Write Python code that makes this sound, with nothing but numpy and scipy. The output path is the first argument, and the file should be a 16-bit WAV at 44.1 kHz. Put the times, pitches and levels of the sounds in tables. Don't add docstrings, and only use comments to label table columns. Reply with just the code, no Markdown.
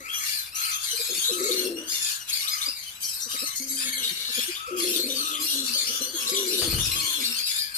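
import sys
import numpy as np
from scipy import signal
from scipy.fft import rfft, irfft, next_fast_len
from scipy.io import wavfile
from scipy.ndimage import uniform_filter1d

SR = 44100
rng = np.random.default_rng(int(sys.argv[2]) if len(sys.argv) > 2 else 0)


def store_wav(level_fs):
    pcm = np.round(np.clip(np.atleast_2d(level_fs), -1, 1) * 32767)
    wavfile.write(sys.argv[1], SR, pcm.T.astype(np.int16))


N = 342657
TIME = np.arange(N) / SR
CUTOFF_HZ = 15400
MIC_LAG_S = .00036


# start in seconds, length in seconds, middle pitch in Hz, level in dB,
# rasp from 0 to 1, rise as a share of the pitch (below zero it falls).
NEAR_CHIRPS = [(0.05, 0.076, 2585, -39.5, 0.37, 0.23), (0.086, 0.11, 3270, -33, 0.16, 0.024),
               (0.546, 0.083, 6200, -33, 0.46, 0.096), (0.619, 0.038, 4160, -30, .1, -0.011),
               (0.71, 0.073, 6340, -32, 0.3, 0.14), (0.883, 0.073, 3940, -34, .25, 0),
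               (1.23, 0.1, 3930, -27.5, .35, 0.0014), (1.423, 0.072, 6680, -34, 0.68, 0.41),
               (1.509, 0.043, 3894, -28, 0.48, 0.1), (1.567, 0.045, 4225, -26, 0, -0.0052),
               (1.895, 0.043, 4990, -32, 0.01, 0.02), (1.943, 0.037, 3600, -28.5, 0, -0.005),
               (2.02, 0.093, 4300, -31, 0.93, -0.27), (2.322, 0.069, 4570, -27, 0.25, 0.087),
               (2.468, 0.04, 4030, -28, 0.4, 0.39), (2.495, 0.069, 4970, -28.5, 0.22, -0.013),
               (2.613, 0.041, 4070, -28, 0.44, 0.19), (2.653, 0.066, 4870, -29, 0, 0.026),
               (3.035, 0.043, 5660, -32.5, 0.3, 0.067), (3.21, 0.048, 6090, -30, 0.46, 0.074),
               (3.668, 0.048, 6000, -40, 0.2, 0.4), (3.77, 0.028, 3140, -35, 0, -0.0036),
               (3.953, 0.17, 3300, -38.5, 0.15, -0.031), (4.022, 0.077, 3790, -28.5, 0.4, -0.039),
               (4.147, 0.24, 3913, -32.5, 0.56, 0.014), (4.325, 0.045, 5130, -40, 0.2, -0.32),
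               (4.367, 0.07, 3360, -30, 0.36, 0.16), (4.545, 0.044, 3510, -33.5, 0.4, 0.1),
               (4.87, 0.036, 3396, -35, 0.28, 0.17), (4.936, 0.051, 3630, -26.5, 0.26, -0.38),
               (4.981, 0.087, 4264, -30.5, 0.28, 0.048), (5.098, 0.04, 3725, -27.5, 0.35, 0.018),
               (5.145, 0.1, 4325, -28.5, 0.16, -0.21), (5.247, 0.0433, 3640, -31, 0.33, 0.033),
               (5.297, 0.11, 3280, -35, 0.72, -0.047), (5.466, 0.2, 3980, -30.5, 0.4, 0.074),
               (5.674, 0.038, 2586, -38, 0.3, 0), (5.731, 0.11, 4370, -28, 0.13, -0.12),
               (6.266, 0.056, 4670, -27, 0.28, 0.39), (6.342, 0.072, 3460, -28, 0.6, 0.068),
               (6.475, 0.031, 7200, -30, 0.2, -0.02), (6.531, 0.037, 3730, -28.5, 0.46, -0.023),
               (6.578, 0.069, 4675, -29.5, 0.17, 0.096), (6.819, 0.071, 5240, -29.5, 0.62, -0.14),
               (6.908, 0.037, 2456, -36.5, 0.41, -0.068), (7.117, 0.075, 3404, -30.5, .25, -0.14),
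               (7.225, 0.068, 4420, -25, 0.41, 0.28), (7.335, 0.2, 4756, -31.5, 0.42, 0.084),
               (7.577, 0.061, 4770, -27, 0.6, 0.03), (7.741, 0.021, 4400, -32, 0.15, -.03)]

def near_lovebirds(overtone_db=-14.5, rasp_brightens_db=6):
    calls = np.zeros(N)
    for start, length, hz, db, rasp, rise in NEAR_CHIRPS:
        second_share = np.clip(2 * rasp - .35, 0, .7)
        second_hz = hz * (1 + rng.choice([-1, 1]) * rng.uniform(.07, .16))
        bright_db = overtone_db + rasp_brightens_db * rasp
        for pitch, share in ((hz, 1), (second_hz, second_share)):
            start_hz, end_hz = pitch * (1 - rise / 2), pitch * (1 + rise / 2)
            call = chirp(length, start_hz, end_hz, rasp, bright_db, attack_share=.14)
            add(calls, start, from_db(db) * share / np.hypot(1, second_share) * call)
    return place(calls, flock_lag(), left_db=6, echo_db=-3)


def chirp(length, start_hz, end_hz, rasp, overtone_db, attack_share, jitter_per_s=1300):
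    size = int(max(length, .01) * SR)
    progress = np.linspace(0, 1, size)
    arch = 1 + .0378 * (np.sin(np.pi * progress) - 2 / np.pi)
    glide_hz = (start_hz + (end_hz - start_hz) * progress) * arch
    quaver = (.006 + .04 * rasp) * wander(size, 300)
    jitter = .093 * rasp * wander(size, jitter_per_s)
    phase = phase_of(glide_hz * (1 + quaver + jitter))
    voice = np.sin(phase)
    for k in range(2, 8):
        if k * max(start_hz, end_hz) < CUTOFF_HZ:
            gain = from_db(overtone_db + 5 * rng.uniform(-1.3, 1)) * np.sqrt(2 / k)
            voice += gain * np.sin(k * phase + rng.uniform(0, 2 * np.pi))
    ragged_db = 6 * np.tanh(wander(size, 220)) - 1.5
    grain_db = 7 * rasp * np.tanh(wander(size, jitter_per_s / 2))
    ramp = np.clip(np.minimum(progress / attack_share, (1 - progress) / .45), 0, 1)
    swell = np.sin(np.pi / 2 * ramp)
    return np.sqrt(2) * voice * swell * from_db(grain_db + ragged_db)


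# frequency in Hz, boost or cut in dB.
TWITTER_TONE = [(750, -5), (1580, 7), (2050, -2), (2500, -6.5), (3200, -0.5), (4100, 6.5), (5400, -1.5),
                (6300, 2), (7400, -8), (8800, -5), (12500, -0.5), (15300, -3)]

def flock(count=560, low_hz=2200, high_hz=5000, glide=.17, throb_db=.34, breath_db=-22):
    perches = np.zeros((3, N))
    for k, (when, span, height, slide, rasp, force) in enumerate(rng.random((count, 6))):
        hz = low_hz * (high_hz / low_hz) ** height
        end_hz = hz * (1 + glide * (slide - .5))
        harsh = .05 + .55 * rasp ** 1.5 + .4 * (1 - height) ** 3
        call = chirp(.022 + .05 * span, hz, end_hz, harsh, overtone_db=4, attack_share=.35)
        start = (k + when - 2) / count * N / SR
        add(perches[k % 3], start, from_db(10 * force) * call)
    calls = sum(place(perch, flock_lag() * slant, left_db=-1.5, echo_db=1)
                for perch, slant in zip(perches, (1, .6, 1.2)))
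    breath = from_db(breath_db) * rng.standard_normal((2, N))
    calls = colour(rms_one(calls) + breath, TWITTER_TONE)
    # low edge in Hz, high edge in Hz, left lean in dB.
    ranges = [(814, 2556, 5.45), (2860, 4440, 8.4), (4820, 7610, 7.8), (7630, 13500, 4.1)]
    twitter, shared_throb = 0, wander(N, 28)
    for (bottom, top, left_db), strength in zip(ranges, excitement()):
        part = band(calls, bottom, top, order=4)
        power = uniform_filter1d(np.mean(part ** 2, axis=0), size=3200)
        steady = part / np.sqrt(power + 1e-12)
        throb = from_db(throb_db * np.tanh(shared_throb + wander(N, 45)))
        twitter = twitter + steady * strength * throb * lean_left(left_db)
    return twitter


# levels in dB of the squawk, body, screech and shrill top.
QUIET_TWITTER_DB = [-48, -54, -52.5, -51]
# start in seconds, length in seconds, then those four levels in dB.
TWITTER_BURSTS = [(0.114, 0.19, -38.5, -44, -35.5, -34.5), (0.239, 0.15, -48.5, -34, -38.5, -32.5),
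                  (0.541, 0.059, -39.5, -38, -51, -32.5), (0.597, 0.15, -38.5, -35, -42.5, -32.5),
                  (0.795, 0.46, -42, -35, -34.5, -32.5), (1.146, 0.26, -46, -40.5, -37.5, -33.5),
                  (1.414, 0.15, -40.5, -34.5, -36, -33), (1.573, 0.075, -40.5, -39, -38.5, -33.5),
                  (1.763, 0.023, -37.5, -64, -43.5, -47), (1.862, 0.26, -40, -38, -32.5, -32),
                  (2.267, 0.19, -40, -36, -37, -33), (2.453, 0.22, -40.5, -46.5, -39, -36.5),
                  (2.74, 0.16, -72, -42.5, -49, -43), (2.997, 0.15, -71, -42, -36.5, -33),
                  (3.185, 0.038, -61, -41, -39, -39), (3.281, 0.21, -45.0, -36.5, -36.5, -34),
                  (3.544, 0.048, -70, -49, -32, -33), (3.662, 0.17, -91, -46.5, -34.5, -32.5),
                  (3.777, 0.33, -38.5, -35, -40, -34), (4.13, 0.37, -45.5, -44, -44, -43),
                  (4.302, 0.14, -39.5, -37, -37, -32), (4.491, 0.029, -38.5, -40, -44, -55),
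                  (4.759, 0.23, -40, -33, -34.5, -29), (5.053, 0.26, -45.5, -41, -38.5, -35.5),
                  (5.389, 0.16, -41, -35.5, -32, -29), (5.617, 0.43, -43.5, -35, -32, -34),
                  (6.126, 0.15, -41, -36.5, -35, -33.5), (6.262, 0.23, -42.5, -36, -33.5, -33.5),
                  (6.463, 0.67, -40, -31.5, -35.5, -30.5), (7.17, 0.22, -38, -38.5, -36, -33.5),
                  (7.45, 0.13, -41.5, -34, -35.5, -31), (7.741, 0.033, -45, -34.5, -35.5, -29)]

def excitement():
    power = np.zeros((4, N)) + from_db(QUIET_TWITTER_DB)[:, None] ** 2
    for start, length, *levels_db in TWITTER_BURSTS:
        burst = envelope(TIME[:2 * SR], length, attack_s=.018 + .07 * length, release_db_per_s=127)
        for range_power, db in zip(power, levels_db):
            add(range_power, start, (from_db(db) * burst) ** 2)
    return np.sqrt(power)


def flock_lag(crossing_s=7.0):
    return MIC_LAG_S * np.where(TIME < crossing_s, 1, -1)


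# time of the peak in seconds, pitch in Hz, relative level in dB.
PIGEON_CLUCKS = [(0.942, 465, -51), (1.005, 477, -47.5), (1.102, 468, -50.5), (1.182, 184, -61),
                 (1.304, 480, -42), (1.5, 485, -36), (2.685, 268, -58), (3.27, 244, -59), (3.349, 273, -56),
                 (3.434, 270, -50.5), (4.12, 172, -58), (4.301, 250, -58.5), (4.388, 247, -47.5),
                 (4.496, 354, -44), (4.691, 492, -48), (5.901, 235, -55.5), (6.018, 254, -48.5),
                 (6.15, 337, -46), (6.213, 519, -55), (6.3, 495, -47.5)]

def pigeon(cluck_s=.012, cluck_boost_db=9.5):
    voice = coos()
    t = np.arange(-SR // 25, SR // 25) / SR
    for peak_s, hz, db in PIGEON_CLUCKS:
        phase = 2 * np.pi * hz * t + .6 * wander(len(t), 140)
        octave = np.sin(2 * phase) * (2 * hz < 600)
        cluck = (np.sin(phase) + octave) * np.exp(-(t / cluck_s) ** 2)
        add(voice, peak_s + t[0], np.sqrt(2) * from_db(db + cluck_boost_db) * band(cluck, 130, 620))
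    return place(voice, 0, left_db=5.3, echo_db=-12)


def coos(boost_db=.5, flutter_hz=135, flutter_depth=.65, flutter_bend=.25):
    hz, strength, rough = coo_shapes()
    phase = phase_of(hz * (1 + (.031 + .04 * rough) * wander(N, 110)))
    flutter = phase_of(flutter_hz * (1 + .1624 * wander(N, 50)))
    depth = flutter_depth * (rough + .031)
    hoot = np.sin(phase + flutter_bend * depth * np.sin(flutter)) * (1 + depth * np.cos(flutter))
    octave_gain = from_db(-12) * (.74 + 4 * rough) * (1 + wander(N, 40))
    octave = octave_gain * np.sin(2 * phase) / (1 + (hz / 300) ** 10)
    breath = from_db(-7) * (rough + .15) * rms_one(band(rng.standard_normal(N), 200, 560))
    tone = band(hoot + octave + breath, 215, 570, order=5)
    steady = tone / np.sqrt(uniform_filter1d(tone ** 2, size=1500) + 1e-6)
    feeble = np.clip(1 - strength / from_db(-34), 0, 1)
    shimmer_db = 2 * wander(N, 55) + 7 * feeble * (np.tanh(wander(N, 34)) - .35)
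    return steady * strength * from_db(boost_db + shimmer_db)


# start in seconds, length in seconds, held pitch in Hz,
# final pitch in Hz, level in dB, fade in dB (below zero it swells), flutter at the start and at the end.
PIGEON_COOS = [(0.0, 0.015, 276, 285.5, -48, 8, 0.3, 2), (1.09, 0.09, 352, 295, -46, 8, 0.6, 1.6),
               (1.31, 0.054, 360, 363, -36.5, -2, 0.14, 0.5),
               (1.4, 0.054, 359.7, 412, -31.5, 1.5, 0.23, 0.34), (1.5, 0.29, 372.6, 322, -33, 5, 0.37, 1.2),
               (3.595, 0.35, 267.3, 257.6, -43, 3.5, 0.02, 0.14), (4.0, 0.23, 237, 249, -51, 3, 0.82, 1.6),
               (4.705, 0.27, 355.8, 354.3, -33, 2, 0.2, 0.85),
               (5.03, 0.1547, 270.5, 257.4, -36.5, 5, 1.03, 0.47),
               (5.2, 0.51, 305.7, 241, -45.5, -4, 0.47, 0.14),
               (5.75, 0.47, 258, 254.3, -53.5, -8.5, 1.43, 1.4),
               (6.315, 0.43, 378.7, 310.6, -34, 5.5, 0.3, 1.29),
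               (6.86, 0.43, 312, 237.6, -48, -2.5, 0.72, 0.35)]

def coo_shapes(hold_share=.54):
    hz = np.full(N, float(PIGEON_COOS[0][2]))
    strength, rough = np.zeros((2, N))
    for start, length, held_hz, final_hz, db, fade_db, first_flutter, last_flutter in PIGEON_COOS:
        first = max(int(start * SR), 0)
        t = TIME[:N - first]
        progress = np.minimum(t / length, 1)
        spent = np.maximum(progress - hold_share, 0) / (1 - hold_share)
        hz[first:] = held_hz + (final_hz - held_hz) * spent
        rough[first:] = first_flutter + (last_flutter - first_flutter) * progress ** 2
        coo = from_db(db - fade_db * spent) * envelope(t, length, attack_s=.0053, release_db_per_s=129)
        strength[first:] = np.maximum(strength[first:], coo)
    return hz, strength, rough


# start in seconds, top pitch in Hz, relative level in dB.
FAR_CRIES = [(0, 1332, -51.5), (0.17, 1783, -53), (0.53, 1345, -46.5), (1.288, 1300, -48),
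             (1.96, 1724, -52.5), (2.42, 1273, -49.5), (3.268, 1267, -52.5), (3.759, 1786, -50.5),
             (4.231, 1750, -55), (4.56, 1307, -46.5), (5.161, 1270, -45.5), (5.578, 1302, -56),
             (5.802, 1300, -54.5), (6.17, 1159, -50), (6.602, 1310, -54), (6.882, 1126, -50),
             (7.5, 1730, -53)]

def far_bird(length_s=.28, rise=.0986, fall=.1442, crest=.3806, boost_db=12, overtone_db=-12):
    cries = np.zeros(N)
    progress = np.linspace(0, 1, int(length_s * SR))
    climbing = rise * (1 - progress / crest) ** 2
    sinking = fall * ((progress - crest) / (1 - crest)) ** 2
    arch = 1 - np.where(progress < crest, climbing, sinking)
    swell = np.sqrt(np.abs(np.sin(np.pi * progress)))
    for start, hz, db in FAR_CRIES:
        hoarse = 1 + .04 * wander(len(arch), 450) + .028 * wander(len(arch), 55)
        phase = phase_of(hz * arch * hoarse)
        cry = np.sin(phase) + from_db(overtone_db) * np.sin(2 * phase)
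        add(cries, start, from_db(db + boost_db) * cry * swell)
    return place(cries, MIC_LAG_S, left_db=5, echo_db=-10)


# start in seconds, air push in dB, feather swish in dB.
WING_STROKES = [(6.617, -34, -30.5), (6.676, -27, -41), (6.729, -22, -37), (6.782, -24.5, -35),
                (6.87, -30, -62), (6.957, -35, -41)]

def wings(push_s=.00067, swirl_s=.056, swish_s=.035, swirl_db=-5):
    push, swish = np.zeros((2, N))
    t = np.arange(SR // 4) / SR
    pulse = -np.e * t / push_s * np.exp(-t / push_s)
    for start, push_db, swish_db in WING_STROKES:
        swirls = rms_one(band(rng.standard_normal(len(t)), 38, 129)) * np.exp(-t / swirl_s)
        add(push, start, from_db(push_db) * (pulse + from_db(swirl_db) * swirls))
        feathers = rms_one(band(rng.standard_normal(len(t)), 329, 4900, order=1))
        add(swish, start, from_db(swish_db) * feathers * np.exp(-t / swish_s))
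    return place(band(push, 32, 600, order=1) + swish, 0, left_db=6, echo_db=-12)


# frequency in Hz, relative level in dB.
AIR_TONE = [(20, -16), (70, -7.5), (170, -13), (380, -25), (750, -19.5), (1200, -21), (15000, -23.5)]

def air(level_db=-54, width=.24):
    middle, side = colour(rng.standard_normal((2, N)), AIR_TONE)
    return from_db(level_db) * rms_one(middle + width * side * [[1], [-1]]) * lean_left(4)


def place(x, lag_s, left_db, echo_db, echo_s=.42):
    t = np.arange(SR // 2) / SR
    tail = rng.standard_normal((2, len(t))) * from_db(-60 * t / echo_s) * (t > .002)
    tail /= np.sqrt(np.sum(tail ** 2, axis=1, keepdims=True))
    right = np.interp(np.arange(N) - np.round(lag_s * SR), np.arange(N), x)
    echoes = from_db(echo_db) * signal.fftconvolve(x[None], tail, axes=1)[:, :N]
    return (np.array([x, right]) + echoes) * lean_left(left_db) / np.hypot(1, from_db(echo_db))


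def lean_left(db):
    return from_db([[db / 2], [-db / 2]])


def from_db(db):
    return np.exp(np.asarray(db) * np.log(10) / 20)


def rms_one(x):
    return x / np.sqrt(np.mean(x ** 2) + 1e-20)


def phase_of(hz):
    return 2 * np.pi * np.cumsum(hz) / SR


def add(track, start_s, sound):
    first = max(int(start_s * SR), 0)
    piece = sound[:max(N - first, 0)]
    track[first:first + len(piece)] += piece


def band(x, low_hz, high_hz, order=2):
    sections = signal.butter(order, [low_hz, min(high_hz, SR / 2 - 1)], "band", fs=SR, output="sos")
    return signal.sosfilt(sections, x + 1e-18)


def wander(size, rate):
    knots = rng.standard_normal(size // 8 + 3)
    return np.interp(np.arange(size) * rate / SR, np.arange(len(knots)), knots)


def colour(x, spectrum):
    size = next_fast_len(N)
    hz, db = np.transpose(spectrum)
    bin_hz = np.arange(size // 2 + 1) * SR / size
    gain = from_db(np.interp(np.log(bin_hz + 1), np.log(hz), db))
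    return irfft(rfft(x, size) * gain, size)[..., :N]


def envelope(t, length, attack_s, release_db_per_s):
    return np.clip(t / attack_s, 0, 1) * from_db(-release_db_per_s * np.maximum(t - length, 0))


def scene():
    return flock() + near_lovebirds() + pigeon() + far_bird() + wings() + air()


def record(dry):
    soft = signal.sosfilt(signal.butter(8, 13900, fs=SR, output="sos"), dry)
    return signal.sosfilt(signal.ellip(10, .1, 90, CUTOFF_HZ, fs=SR, output="sos"), soft)


dry = scene()
out = record(dry)
store_wav(out)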